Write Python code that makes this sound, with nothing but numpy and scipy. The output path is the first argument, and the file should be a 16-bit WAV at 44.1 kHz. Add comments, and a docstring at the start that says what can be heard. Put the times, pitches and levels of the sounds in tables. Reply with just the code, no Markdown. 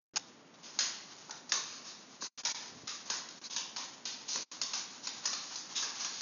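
"""A bare, lively living room with a hardwood floor: a dog plays tug with a cloth toy.
Its claws tap and skid in stick-slip clicks that ring plank and claw and echo off the walls.
Its pads thud softly on the joists; fur and cloth rustle over the room's hush.
The microphone passes nothing above 7 kHz, and the sound cuts out briefly a few times."""
import sys
import numpy as np
from scipy import signal
from scipy.fft import rfft, irfft
from scipy.io import wavfile

SR = 44100
rng = np.random.default_rng(int(sys.argv[2]) if len(sys.argv) > 2 else 0)


def pcm_store(signal):
    """Save signal as 16-bit PCM."""
    levels = np.round(np.clip(np.atleast_2d(signal), -1, 1) * 32767)
    wavfile.write(sys.argv[1], SR, levels.astype(np.int16).T)


N = 274136
TIME = np.arange(N) / SR

# paw landings: (time [s], level [dB], plank pitch [Hz], board knock [dB], mid clack [dB],
# room send [dB], drag level [dB])
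STEPS = [(0.1589, -29.5, 830, 5, 2, -13, -77), (0.7885, -22.5, 1012, 0.5, 2.5, 2.5, -41),
         (1.295, -43.5, 910, 20.5, -5, 0.5, -64.5), (1.308, -37.5, 893, -1.5, -0.5, -4.5, -59),
         (1.493, -40.5, 1120, -1, -6, 2, -72), (1.5201, -21.5, 1123, 0.5, 2, 1.5, -43.5),
         (2.2215, -37.5, 1017, 9, -7, -3.5, -60.5), (2.4506, -27, 913, -1.5, 1, 4, -44.5),
         (2.872, -40, 1193, 1.5, 5.5, 8.5, -48.5), (3.0995, -28.5, 1025, 4.5, 0.5, 2, -44),
         (3.287, -43.5, 1040, -12, 12, 0, -70), (3.5623, -29.5, 1040, 0, 3, 3, -51.5),
         (3.762, -37.5, 970, 5.5, 4.5, 6.5, -47.5), (4.053, -35.5, 990, -3, 3, 5.5, -49),
         (4.358, -30, 1000, 2.5, 1, -11, -49.5), (4.6149, -26.5, 1065, -3.5, -5.5, 0.5, -52),
         (4.7338, -32.5, 1057, 0, 1.5, 5, -45.5), (5.0707, -32, 1010, 3.5, 3, 0, -57),
         (5.2549, -26, 1160, -1.5, -3.5, 2.5, -46.5), (5.3305, -33, 1130, 4.5, 7, 2, -53.5),
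         (5.5562, -36.5, 995, -6, -3.5, 1.5, -64), (5.825, -31, 1110, 3, -6.5, 2, -52.5),
         (6.046, -33.5, 1064, 3.5, 4, 3.5, -56.5), (6.208, -35, 1080, 6, 3, -8, -54)]


def from_db(db):
    """Decibels to gain."""
    return 10 ** (np.asarray(db) / 20)


def unit_rms(x):
    """Scale to rms 1."""
    return x / np.sqrt(np.mean(x ** 2) + 1e-20)


def at_hz(points, hz):
    """Read a table on a log-frequency axis."""
    known_hz, values = np.transpose(points)
    return np.interp(np.log(hz + 1e-6), np.log(known_hz), values)


def add(track, time_s, sound):
    """Mix a sound into a track."""
    start = min(max(round(time_s * SR), 0), N)
    track[start:start + len(sound)] += sound[:N - start]


def coloured(noise, spectrum):
    """Shape a noise by a spectrum; rms 1."""
    gain = from_db(at_hz(spectrum, np.fft.rfftfreq(N, 1 / SR)))
    return unit_rms(irfft(rfft(noise) * gain, N))


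def resonate(force, modes, extra_db):
    """Parallel resonances of alternating sign, driven by one force."""
    out = 0
    for k, (hz, width_hz, db) in enumerate(modes):
        r = np.exp(-np.pi * width_hz / SR)
        feedback = [1, -2 * r * np.cos(2 * np.pi * hz / SR), r * r]
        ringing = signal.lfilter([1 - r * r, 0, r * r - 1], feedback, force)
        out = out + (-1) ** k * from_db(db + extra_db[k]) * ringing
    return out


def with_level(sound, db, length_s):
    """Scale to the energy of a level held for length_s."""
    return sound * from_db(db) * np.sqrt(length_s * SR / (np.sum(sound ** 2) + 1e-20))


def clicks(size, per_s, spread_db):
    """Impulses of random time, strength and sign."""
    chance, strength, sign = rng.random((3, size))
    return (chance < per_s / SR) * from_db(spread_db * strength) * np.sign(sign - .5)


def hush():
    """Steady low noise of the room."""
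    # (frequency [Hz], relative density [dB])
    spectrum = [(25, -40.5), (55, -36.5), (85, -20), (130, -8.5), (240, -0.5), (300, -2), (400, -7),
                (650, -8), (1000, -9.5), (1500, -13.5), (2800, -18), (6500, -29), (9000, -48.5)]
    return from_db(-59) * coloured(rng.standard_normal(N), spectrum)


def rustle():
    """Fur, toy and trousers rub: fine, dense grains with small random swells."""
    # (time [s], level [dB])
    envelope = [(0, -60), (.55, -67.5), (.7, -50.5), (1.1, -50.5), (1.45, -56.5), (2.2, -55.5), (3.1, -53),
                (4.0, -57.5), (4.25, -49.5), (5.0, -52), (5.2, -48.5), (5.65, -47), (6.22, -47)]
    # (frequency [Hz], relative density [dB])
    spectrum = [(200, -28), (500, -26.5), (750, -3.5), (1050, -1), (2300, -7.5), (4000, -1.5), (6500, 1.5),
                (9000, -7)]
    level_db = np.interp(TIME, *np.transpose(envelope))
    knots_s = np.linspace(0, TIME[-1], 200)
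    swell_db = 2.7 * np.interp(TIME, knots_s, rng.standard_normal(len(knots_s)))
    return from_db(level_db + swell_db) * coloured(clicks(N, per_s=5000, spread_db=9), spectrum)


def pads():
    """Soft, low thuds of pads on the joists; some are duller, some reach higher."""
    # (time [s], level [dB], contact [s], top [Hz])
    thuds = [(2.222, -52.5, 0.023, 700), (2.694, -61, 0.1, 300), (2.755, -58, 0.039, 300),
             (2.832, -48.5, 0.0061, 300), (3.1, -52, .015, 714), (4.35, -54, 0.077, 700)]
    # (frequency [Hz], width [Hz], gain [dB])
    joist_modes = [(122, 56, 4), (238, 89, 6.5), (490, 370, 4.5)]
    out, t = np.zeros(N), TIME[:SR // 5]
    for time_s, db, length_s, top_hz in thuds:
        softness = signal.butter(2, [top_hz / 4, top_hz], "band", fs=SR, output="sos")
        force = signal.sosfilt(softness, rng.standard_normal(len(t)) * np.exp(-(t / length_s) ** 2))
        thud = resonate(force, joist_modes, np.zeros(len(joist_modes)))
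        add(out, time_s, with_level(thud, db, length_s))
    return out


def room(x, onset_s=0.0014, early_db=0.5, early_decay_s=0.022):
    """Reflections from floor and furniture melt into a diffuse tail that dies band by band."""
    # (frequency [Hz], T60 [s])
    decay_times = [(200, 0.88), (1000, 0.52), (2500, 0.8), (6500, 0.37)]
    t, hz = TIME[:SR], np.fft.rfftfreq(SR, 1 / SR)
    white, centres_hz = rfft(rng.standard_normal(SR)), np.geomspace(125, 8000, 7)
    tail = 0
    for centre_hz, share in zip(centres_hz, np.eye(len(centres_hz))):
        band = irfft(white * np.interp(hz, centres_hz, share), SR)
        tail = tail + band * np.exp(-np.log(1000) * t / at_hz(decay_times, centre_hz))
    reflections = unit_rms(clicks(SR, per_s=580, spread_db=9.5))
    early = from_db(early_db) * reflections * np.exp(-t / early_decay_s)
    response = (tail + early) * np.clip(t / onset_s - 1, 0, 1)
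    return signal.fftconvolve(x, response / np.sqrt(np.sum(response ** 2)))[:N]


def wall_echoes(count):
    """Each wall returns its own share of the claw chatter by its own path."""
    walls = [room(claws(to_room=True, variety_db=1.7)) for _ in range(count)]
    return sum(walls) / np.sqrt(count)


def skid_force(length_s):
    """A claw bites quickly, sticks and slips over the grain, and lets go."""
    t = TIME[:SR // 6]
    bite = 1 - np.exp(-t / .003)
    return bite * np.exp(-(t / length_s) ** 4) * clicks(len(t), per_s=4000, spread_db=16.5)


def tap_force(length_s):
    """A claw lands, chatters for a few milliseconds and settles."""
    t = TIME[:SR // 20]
    impact = np.exp(-(t / length_s) ** 2)
    settling = from_db(-10) * np.exp(-t / .007)
    return (impact + settling) * clicks(len(t), per_s=9000, spread_db=6.5)


def landing(time_s, db, count=3, gap_s=.0178, loss_db=11):
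    """One paw's claws tap in turn, each weaker; hard landings have shorter contact."""
    ordinary_db, ordinary_s, halving_db = -32.5, 0.0048, 18
    length_s = ordinary_s * 2 ** ((ordinary_db - max(db, ordinary_db)) / halving_db)
    return [(time_s + k * gap_s, db - k * loss_db, length_s) for k in range(count)]


def contacts():
    """Every claw touch: a landing paw taps, then drags as it takes weight; a braced paw skids."""
    # (time [s], level [dB], length [s], board knock [dB], room send [dB])
    skids = [(0.163, -28.5, 0.012, 1.5, -23.5), (0.536, -62, 0.025, 0, -7), (0.627, -54, 0.074, 4, 1),
             (1.658, -57.5, 0.13, 3.5, 7.5), (1.84, -52.5, 0.099, 0, 2.5), (2.207, -43.5, 0.15, 1.5, -6),
             (2.373, -49.5, 0.027, 3, 5.5), (2.545, -56, 0.13, 6, 6), (3.051, -51.5, 0.076, 3.5, -5.5),
             (3.436, -45, 0.04, -5.5, -11), (3.498, -44, .07, -1, -2.5), (4.277, -42, 0.11, -6, 3),
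             (4.507, -51, 0.034, -1, -11), (5.03, -46, 0.053, -2.5, -2), (5.462, -57.5, 0.18, -2, 4.5),
             (5.751, -37, 0.062, -4, 0.5), (5.994, -43.5, 0.035, 1.5, 5.5), (6.121, -55.5, 0.17, -1, 10)]
    drag_delay_s, drag_s, drag_room_db = .014, 0.079, 0.5
    skid_clack_db = 2.5
    for time_s, db, _, knock_db, clack_db, room_db, drag_db in STEPS:
        for tap_s, tap_db, length_s in landing(time_s, db):
            yield tap_s, tap_force, tap_db, length_s, knock_db, clack_db, room_db
        yield time_s + drag_delay_s, skid_force, drag_db, drag_s, knock_db, clack_db, drag_room_db
    for time_s, db, length_s, knock_db, room_db in skids:
        yield time_s, skid_force, db, length_s, knock_db, skid_clack_db, room_db


def contact_modes(time_s):
    """Resonances under a touch: soft paw, plank of the step nearest in time, and claw."""
    # faint paw thud: (frequency [Hz], width [Hz], gain [dB])
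    pad_mode = (295, 570, -19)
    # plank bending: (frequency [x pitch], width [Hz], gain [dB])
    plank_modes = [(1, 170.2, -1), (1.551, 196.4, -6.5), (1.918, 194, -5.5)]
    # claw on varnish: (frequency [Hz], width [Hz], gain [dB])
    claw_modes = [(2470, 710, -7), (3790, 550, 1.5), (4160, 780, 2.5), (5240, 1050, 3.5), (5825, 380, 6),
                  (6400, 587, 4.5)]
    pitch_hz = min(STEPS, key=lambda step: abs(step[0] - time_s))[2]
    plank = [(ratio * pitch_hz, width_hz, db) for ratio, width_hz, db in plank_modes]
    detune = 1 + 0.038 * rng.standard_normal()  # claws differ in size
    claw = [(hz * detune, width_hz, db) for hz, width_hz, db in claw_modes]
    return np.array([pad_mode] + plank + claw)


def claws(to_room, variety_db):
    """Taps and skids as they leave the floor, toward a wall (to_room) or the microphone."""
    # register centres: (board knock [Hz], mid clack [Hz], claw tick [Hz])
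    registers_hz = [1470, 3040, 6200]
    out = np.zeros(N)
    for time_s, force_of, db, length_s, knock_db, clack_db, room_db in contacts():
        modes = contact_modes(time_s)
        weight_db = np.interp(modes[:, 0], registers_hz, [knock_db, clack_db, 0])
        spot_db = variety_db * rng.standard_normal(len(modes))  # each spot favours other modes
        ringing = resonate(force_of(length_s), modes, weight_db + spot_db)
        add(out, time_s, with_level(ringing, db + room_db * to_room, length_s))
    return out


def scene():
    """Hush, claws and their echoes, pads and rustle; mono."""
    mix = hush() + claws(to_room=False, variety_db=2.0) + wall_echoes(count=2) + pads() + rustle()
    return mix[None]


def record(dry):
    """Brief dropouts that sink steadily and snap back, then the microphone's steep low-pass."""
    # (start [s], end [s], depth [dB])
    dropouts = [(-.1, 0.136, -48), (2.269, 2.376, -49), (2.412, 2.435, -23.5), (2.52, 2.546, -15.5),
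                (3.388, 3.415, -13.5), (3.483, 3.497, -15), (4.429, 4.515, -30.5)]
    sink_db_per_s, return_s = 1300, 0.0014
    cutoff_hz = 6900
    dip_db = 0
    for start_s, end_s, depth_db in dropouts:
        sinking_db = np.clip(sink_db_per_s * (start_s - TIME), depth_db, 0)
        dip_db = dip_db + sinking_db * np.clip((end_s - TIME) / return_s, 0, 1)
    low_pass = signal.ellip(9, .3, 50, cutoff_hz, fs=SR, output="sos")
    return signal.sosfilt(low_pass, dry * from_db(dip_db))


dry = scene()
out = record(dry)
pcm_store(out)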